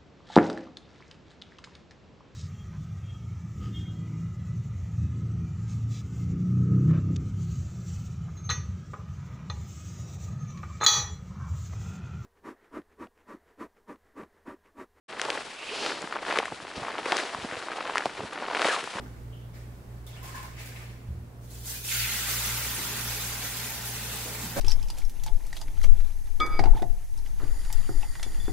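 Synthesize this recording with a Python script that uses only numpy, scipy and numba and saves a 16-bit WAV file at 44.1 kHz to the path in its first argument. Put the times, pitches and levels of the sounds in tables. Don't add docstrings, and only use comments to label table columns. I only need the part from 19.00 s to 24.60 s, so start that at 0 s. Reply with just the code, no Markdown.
import sys
import numpy as np
from scipy import signal
from scipy.fft import rfft, irfft, next_fast_len
from scipy.io import wavfile
from scipy.ndimage import map_coordinates
from numba import njit

SR = 44100
rng = np.random.default_rng(int(sys.argv[2]) if len(sys.argv) > 2 else 0)


def transcribe(u):
    v = np.clip(np.atleast_2d(u).T, -1, 1)
    q = np.round(v * 32767).astype(np.int16)
    wavfile.write(sys.argv[1], SR, q)


N = 246903
T = np.arange(N) / SR

# (multiple, relative level [dB], phase shift either way at the microphones [rad])
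HUM_HARMONICS = [(1, 0.5, 0.16), (2, 3.0, .02)]
# (time [s], change [dB], half length [s])
HUM_DRIFTS = [(0.843, -6, 0.05), (2.113, 6, 0.049), (2.33, -7, 0.035), (2.785, -2, .08),
              (3.032, 6.5, 0.078), (3.478, 3.2, 0.21), (4.11, 2.5, 0.13), (4.753, -3, 0.085)]
# (frequency [Hz], relative level [dB])
AIR_SPECTRUM = [(20, 1.5), (35, -4.5), (55, 3), (90, 1), (170, -1), (260, -4.5), (450, -9.5), (800, -16.5),
                (1600, -23.5), (3200, -32.5), (7000, -35.5), (15500, -36.5)]
# (frequency [Hz], side minus mid [dB])
ROOM_WIDTH = [(30, -5.5), (110, -15), (200, -14), (380, -9), (700, -1), (1300, 0.5), (15000, -4)]

# (time [s], relative rub level [dB], relative crinkle level [dB], rise [s], fade [dB/s])
ARM_STROKES = [(-.02, -56.5, -64, 0.018, 44), (.53, -59, -62, 0.011, 43), (.86, -64, -71, 0.041, 12),
               (1.064, -52.5, -59, 0.005, 23), (1.145, -52.5, -76, .012, 70), (1.228, -46, -50, 0.0054, 44),
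               (1.343, -46.5, -52.5, 0.0058, 83), (1.425, -50, -60, .008, 98.5),
               (1.555, -49, -51, 0.037, 50), (1.652, -51, -57, 0.013, 80), (1.745, -51.5, -57.5, 0.015, 80),
               (1.805, -53.5, -62, 0.01, 100), (2.05, -68, -71, .015, 100)]
# (frequency [Hz], relative level [dB])
RUB_SPECTRUM = [(400, 3), (750, 0.5), (1300, -1.5), (1700, 2.5), (2400, -1.5), (3200, -6.5), (4500, -14),
                (8000, -42)]
CRINKLE_SPECTRUM = [(2000, -12), (3500, -5.5), (4800, -2.5), (8000, -3.5), (11000, -8), (15500, -6.5)]
# (time [s], relative level [dB])
GLOVE_SNAPS = [(1.0657, -36.5), (1.1724, -49), (1.2303, -37), (1.2767, -39), (1.357, -37), (1.4294, -35),
               (1.455, -43), (1.598, -43), (1.659, -35), (1.675, -37), (1.819, -43)]
# (time [s], level [dB], centre [Hz])
BATTER_SLOSHES = [(-.015, -46.5, 278), (-.01, -53.5, 690), (3.77, -44, 260), (3.86, -45, 210),
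                  (5.25, -43, 430), (5.37, -44, 215), (5.425, -44, 204), (5.559, -35, 580),
                  (5.56, -37, 215)]
# (time [s], level [dB], pitch [Hz])
LADLE_CLINKS = [(.055, -51.5, 1480), (1.066, -51, 3560), (1.127, -54, 3400), (1.167, -54, 2950)]
# (time [s], level [dB], pitch [Hz], width [Hz], rise [s], fade [dB/s])
LADLE_SCRAPES = [(.322, -58, 3000, 400, .01, 102), (.395, -68, 3240, 400, .03, 80),
                 (.53, -57, 1920, 650, 0.032, 85), (1.165, -61, 2850, 600, .012, 60),
                 (1.345, -51.5, 2200, 1100, 0.014, 90), (1.535, -48, 2220, 910, 0.055, 47),
                 (1.75, -52.5, 2300, 1000, 0.018, 90), (5.552, -39, 6500, 6000, 0.026, 150)]

# (time [s], level [dB])
BURNER_KNOCKS = [(0.001, -40)]
# (frequency [Hz], relative level [dB], t60 [s])
BURNER_MODES = [(191, -3, 0.19), (253, 0, .3), (370, -5.5, 0.27), (587, -11.5, .1)]
# (time [s], level [dB], relative overtone level [dB], rise [s], fade [dB/s])
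PAN_GRAZES = [(1.205, -49.5, -21, 0.04, 40), (1.338, -39.5, -5, 0.014, 137),
              (1.435, -46.5, -20, 0.018, 190)]
# (time [s], level [dB])
PAN_JOLTS = [(2.087, -28), (2.175, -37.5)]
# (frequency [Hz], relative level [dB], t60 [s])
PAN_LOW_MODES = [(77.6, 1, 0.31), (111.6, -8.5, 0.43), (174.3, -13, 0.58)]

# (time [s], relative level [dB], rise [s], fade [dB/s])
BATTER_SPLASHES = [(2.39, -63, 0.049, 15), (2.478, -53.5, 0.038, -2), (2.627, -40.5, 0.052, 61),
                   (2.836, -39.5, 0.0087, 32), (2.9, -45, 0.023, 90), (3.26, -36.5, 0.028, 64),
                   (3.42, -43, 0.022, 70), (4.195, -43, .015, 120), (4.83, -43.5, .025, 92),
                   (5.228, -56, 0.0089, 160), (5.418, -43, 0.011, 170)]
# (time [s], change [dB], half length [s])
SPRAY_LULLS = [(3.208, -1, 0.036), (4.31, -1, 0.018), (4.796, -4, 0.029), (4.95, -2.5, .035),
               (5.382, -5, .025), (5.505, -7, 0.044)]
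# (frequency [Hz], relative level [dB])
SPRAY_SPECTRUM = [(1500, -10), (2500, -7.5), (4200, -2.5), (7000, -1.5), (10000, -3), (13000, -1.5),
                  (15500, -2.5)]
BUBBLE_SPECTRUM = [(750, -17), (1100, -5), (1450, -3.5), (2300, 1), (3500, -2), (5500, -6.5), (8000, -6.5)]
BURBLE_SPECTRUM = [(150, 4), (250, 1.5), (330, -10.5), (420, -0.5), (540, -2.5), (700, -0.5), (880, 2),
                   (1300, -5.5), (2000, -1)]
# (time [s], pitch [Hz])
LOWEST_BUBBLE_PITCH = [(2.84, 3070), (2.89, 2050), (2.93, 1447), (3.05, 1260), (3.15, 1070), (3.45, 774.5)]
# (frequency [Hz], width [Hz], level relative to the direct sound [dB])
PAN_RESONANCES = [(432, 22, -0.5), (1460, 250, -5.5), (2010, 160, -10), (2550, 130, -12), (3570, 130, -7.5),
                  (4700, 40, -17), (6300, 160, -10), (7550, 130, -4)]
# (time [s],
# level [dB], pitch [Hz], width [Hz], rise [s], t60 [s])
STEAM_SQUEALS = [(2.70, -50, 1640, 300, 0.035, .45), (2.73, -49, 2440, 70, 0.034, 0.83),
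                 (2.985, -34, 2320, 550, 0.066, 0.19), (2.985, -34, 4580, 220, 0.017, .12)]
# (time [s], relative level [dB])
OIL_SPITS = [(2.8393, -28), (2.9417, -16), (3.0295, -21), (3.0524, -20), (3.2894, -17), (3.437, -18),
             (3.4608, -13), (3.8305, -23), (4.1715, -22), (4.5706, -16.5), (4.7058, -20), (4.8585, -23),
             (5.161, -22), (5.241, -23.5), (5.429, -24)]

# (time [s], level [dB])
BOWL_KNOCKS = [(5.561, -32), (5.568, -29), (5.574, -27.5), (5.582, -31.5)]
# (frequency [Hz], relative level [dB], t60 [s])
BOWL_MODES = [(203, -4, 0.29), (310, -12, 0.084), (426, -5, 0.14), (560, 2.5, 0.14), (640, -1, 0.038),
              (748, 0, 0.043), (850, -14, 0.056), (1060, -9, 0.083), (1280, -9, 0.049), (1555, -3, 0.061),
              (2230, -10, 0.049)]


def undb(db):
    return 10 ** (np.asarray(db) / 20)


def unit(x):
    return x / np.sqrt(np.mean(x ** 2) + 1e-20)


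def colour(x, spectrum):
    hz, db = np.transpose(spectrum)
    size = next_fast_len(N + 4096)
    f = np.maximum(np.fft.rfftfreq(size, 1 / SR), 1)
    shape = undb(np.interp(np.log(f), np.log(hz), db))
    roll_off = np.minimum(f / hz[0], 1) ** 2 * np.minimum(hz[-1] / f, 1) ** 2
    return unit(irfft(rfft(x, size) * shape * roll_off, size)[..., :N])


def wander(per_s):
    return map_coordinates(rng.standard_normal(1024), [T * per_s], order=2, mode="wrap")


def swell(start, db, rise_s, fade_db_per_s):
    fade_db = fade_db_per_s * np.maximum(T - start - rise_s, 0)
    return np.clip((T - start) / rise_s, 0, 1) * undb(db - fade_db)


def drift_db(table):
    return sum(db * np.exp(-((T - s) / half_length) ** 2) for s, db, half_length in table)


def together(gains):
    return np.sqrt(sum(g ** 2 for g in gains))


def diffuse_noise():
    mid, side = rng.standard_normal((2, N))
    side_db = np.interp(np.fft.rfftfreq(N, 1 / SR), *np.transpose(ROOM_WIDTH))
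    side = irfft(rfft(side) * undb(side_db), N)
    return unit(np.array([mid + side, mid - side]))


def kitchen(x, wet_db, t60=0.15):
    age = np.arange(SR // 2) / SR
    tail = rng.standard_normal((2, len(age))) * undb(-60 * age / t60) * (age > .003)
    tail /= np.sqrt(np.sum(tail ** 2, axis=1, keepdims=True))
    direct = x * np.ones((2, 1))
    reflected = signal.fftconvolve(direct, tail, axes=1)[:, :N]
    return (direct + undb(wet_db) * reflected) / np.sqrt(1 + undb(wet_db) ** 2)


def resonance(x, hz, width_hz):
    band = signal.iirpeak(hz, hz / min(1.27 * width_hz, SR / 3), fs=SR)
    return unit(signal.lfilter(*band, signal.lfilter(*band, x)))


@njit
def grains(start, hz, life, size, lag):
    out = np.zeros((2, N))
    for k in range(len(start)):
        pole = np.exp(2j * np.pi * hz[k] / SR - 1 / life[k])
        for mic in range(2):
            phasor = size[k] / np.sqrt(life[k]) + 0j
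            first = max(int(start[k] + (mic - .5) * lag[k]), 0)
            for i in range(first, min(first + int(6 * life[k]) + 2, N)):
                phasor *= pole
                out[mic, i] += phasor.imag
    return out


def crackle(count, low_hz, high_hz, cycles, scatter_db):
    when, pitch, length, size, place = rng.random((count, 5)).T
    onset = (when * N).astype(int)
    low = np.broadcast_to(low_hz, N)[onset]
    high = np.broadcast_to(high_hz, N)[onset]
    hz = low + (high - low) * pitch
    life = cycles * 4 ** (length - .5) * SR / hz
    loudness = undb(-scatter_db * np.log(size + 0.0049))
    return grains(when * N, hz, life, loudness, lag=5 * (2 * place - 1))


def cracks(table, low_hz, fade_s):
    gain = sum(undb(db) * np.exp(-np.maximum(T - s, 0) / fade_s) * (T >= s) for s, db in table)
    return gain * signal.lfilter(*signal.butter(2, low_hz, "high", fs=SR), rng.standard_normal((2, N)))


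def strike(blows, modes):
    ring = sum(undb(db - 60 * T / t60) * np.sin(2 * np.pi * hz * T) for hz, db, t60 in modes)
    return sum(undb(db) * np.interp(T - s, T, ring, left=0) for s, db in blows)


def motor_hum(motor_hz=59.2, level_db=-45):
    gain = undb(level_db + drift_db(HUM_DRIFTS) + 0.6 * wander(per_s=7))
    phase = 2 * np.pi * motor_hz * T + 0.047 * wander(per_s=2.54)
    sides = np.array([[-1], [1]])
    drone = sum(undb(db + 1.5 * wander(per_s=11)) * np.sin(multiple * phase + shift * sides)
                for multiple, db, shift in HUM_HARMONICS)
    return undb(0.29 * sides) * gain * drone


def room_tone(level_db=-49):
    air = colour(diffuse_noise(), AIR_SPECTRUM)
    return undb(level_db + 0.45 * wander(per_s=4.46)) * undb([[-.5], [.5]]) * air


def sleeve_and_glove():
    rub_gain = together(swell(s, db, rise, fade) for s, db, _, rise, fade in ARM_STROKES)
    crinkle_gain = together(swell(s, db, rise, fade) for s, _, db, rise, fade in ARM_STROKES)
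    rub = crackle(count=16000, low_hz=363, high_hz=8150, cycles=5.5, scatter_db=2.0)
    crinkle = crackle(count=14000, low_hz=2000, high_hz=16000, cycles=0.74, scatter_db=2.4)
    snaps = cracks(GLOVE_SNAPS, low_hz=4500, fade_s=0.0021)
    return (kitchen(rub_gain * colour(rub, RUB_SPECTRUM), wet_db=3.5)
            + kitchen(undb(3) * crinkle_gain * colour(crinkle, CRINKLE_SPECTRUM), wet_db=5.5)
            + kitchen(undb(0.5) * snaps, wet_db=2))


def ladle():
    contact = diffuse_noise()
    sloshes = sum(swell(s, db, rise_s=0.014, fade_db_per_s=102) * resonance(contact, hz, 0.78 * hz)
                  for s, db, hz in BATTER_SLOSHES)
    clinks = sum(swell(s, db, rise_s=0.004, fade_db_per_s=300) * resonance(contact, hz, 0.09 * hz)
                 for s, db, hz in LADLE_CLINKS)
    scrapes = sum(swell(s, db, rise, fade) * resonance(contact, hz, width)
                  for s, db, hz, width, rise, fade in LADLE_SCRAPES)
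    drag = undb(1.3 * wander(per_s=60))
    return sloshes + clinks + drag * scrapes


def burner_knock():
    return kitchen(strike(BURNER_KNOCKS, BURNER_MODES), wet_db=-8)


def pan_grazes():
    friction = diffuse_noise()
    main_gain = together(swell(s, db, rise, fade) for s, db, _, rise, fade in PAN_GRAZES)
    overtone_gain = together(swell(s, db + over, rise, fade) for s, db, over, rise, fade in PAN_GRAZES)
    return (main_gain * resonance(friction, hz=1036, width_hz=86)
            + overtone_gain * resonance(friction, hz=1700, width_hz=170))


def pan_jolts(cushion_hz=220):
    return signal.lfilter(*signal.butter(2, cushion_hz, fs=SR), strike(PAN_JOLTS, PAN_LOW_MODES))


def boiling_gains(pour_s=2.835):
    splashes = together(swell(*row) for row in BATTER_SPLASHES)
    spray = swell(pour_s, db=-36, rise_s=0.082, fade_db_per_s=3.5) * undb(drift_db(SPRAY_LULLS))
    bubbles = swell(pour_s, db=-38, rise_s=0.082, fade_db_per_s=3)
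    flash = swell(pour_s, db=-37, rise_s=0.2, fade_db_per_s=46)
    burble = swell(pour_s, db=-47.5, rise_s=0.31, fade_db_per_s=0.03)
    return (together([splashes, spray]),
            together([undb(-19) * splashes, bubbles, flash]),
            together([undb(-15.5) * splashes, burble]))


def pan_ring(x):
    return x + sum(undb(db) * signal.lfilter(*signal.iirpeak(hz, hz / width, fs=SR), x)
                   for hz, width, db in PAN_RESONANCES)


def frying():
    spray = crackle(count=40000, low_hz=1400, high_hz=15800, cycles=0.6, scatter_db=3.0)
    ticks = crackle(count=1500, low_hz=8700, high_hz=16000, cycles=2.0, scatter_db=3.5)
    pings = crackle(count=4500, low_hz=2491, high_hz=15930, cycles=23, scatter_db=0.97)
    lowest_hz = np.interp(T, *np.transpose(LOWEST_BUBBLE_PITCH))
    bubbles = crackle(count=15000, low_hz=lowest_hz, high_hz=6955, cycles=8.7, scatter_db=0.4)
    burble = crackle(count=14000, low_hz=147.5, high_hz=1983, cycles=2.06, scatter_db=1.0)
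    pops = crackle(count=700, low_hz=10000, high_hz=15500, cycles=1.2, scatter_db=3.8)
    spray_gain, bubble_gain, burble_gain = boiling_gains()
    puffs = undb(0.55 * wander(per_s=24))
    spray = undb(2) * puffs * spray_gain * colour(spray, SPRAY_SPECTRUM)
    ticks = undb(-4) * puffs * spray_gain * colour(ticks, SPRAY_SPECTRUM)
    pings = undb(0.5) * puffs * spray_gain * colour(pings, SPRAY_SPECTRUM)
    bubbles = undb(0.14) * puffs * bubble_gain * colour(bubbles, BUBBLE_SPECTRUM)
    burble = undb(1.5) * puffs * burble_gain * colour(burble, BURBLE_SPECTRUM)
    pops = undb(-7.5) * spray_gain * colour(pops, SPRAY_SPECTRUM)
    return (kitchen(pan_ring(spray), wet_db=2.5, t60=0.29)
            + kitchen(ticks, wet_db=23, t60=0.53)
            + kitchen(pan_ring(pings), wet_db=2.5, t60=0.075)
            + kitchen(pan_ring(bubbles), wet_db=-5)
            + kitchen(pan_ring(burble), wet_db=-3.5)
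            + kitchen(pops, wet_db=3))


def steam_squeals():
    steam = diffuse_noise()
    return sum(swell(s, db, rise, 60 / t60) * resonance(steam, hz, width)
               for s, db, hz, width, rise, t60 in STEAM_SQUEALS)


def oil_spits():
    return kitchen(cracks(OIL_SPITS, low_hz=9500, fade_s=0.0005), wet_db=-14)


def blisters(start=2.9, sink_octaves_per_s=0.75):
    low_hz = 1450 * 2 ** (-sink_octaves_per_s * np.maximum(T - start, 0))
    swarm = unit(crackle(count=2000, low_hz=low_hz, high_hz=1.55 * low_hz, cycles=15, scatter_db=1.5))
    return kitchen(swell(start, db=-43.5, rise_s=0.38, fade_db_per_s=12.5) * swarm, wet_db=-4)


def bowl_knocks():
    return kitchen(strike(BOWL_KNOCKS, BOWL_MODES), wet_db=6, t60=0.32)


def scene(right_db=0.6):
    room = motor_hum() + room_tone()
    handling = sleeve_and_glove() + ladle() + burner_knock() + pan_grazes() + pan_jolts()
    cooking = frying() + steam_squeals() + oil_spits() + blisters()
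    return (room + handling + cooking + bowl_knocks()) * undb([[-right_db / 2], [right_db / 2]])


def record(dry):
    top_hz = 15700
    return signal.sosfilt(signal.ellip(10, .2, 70, top_hz, fs=SR, output="sos"), dry)


dry = scene()
out = record(dry)
transcribe(out)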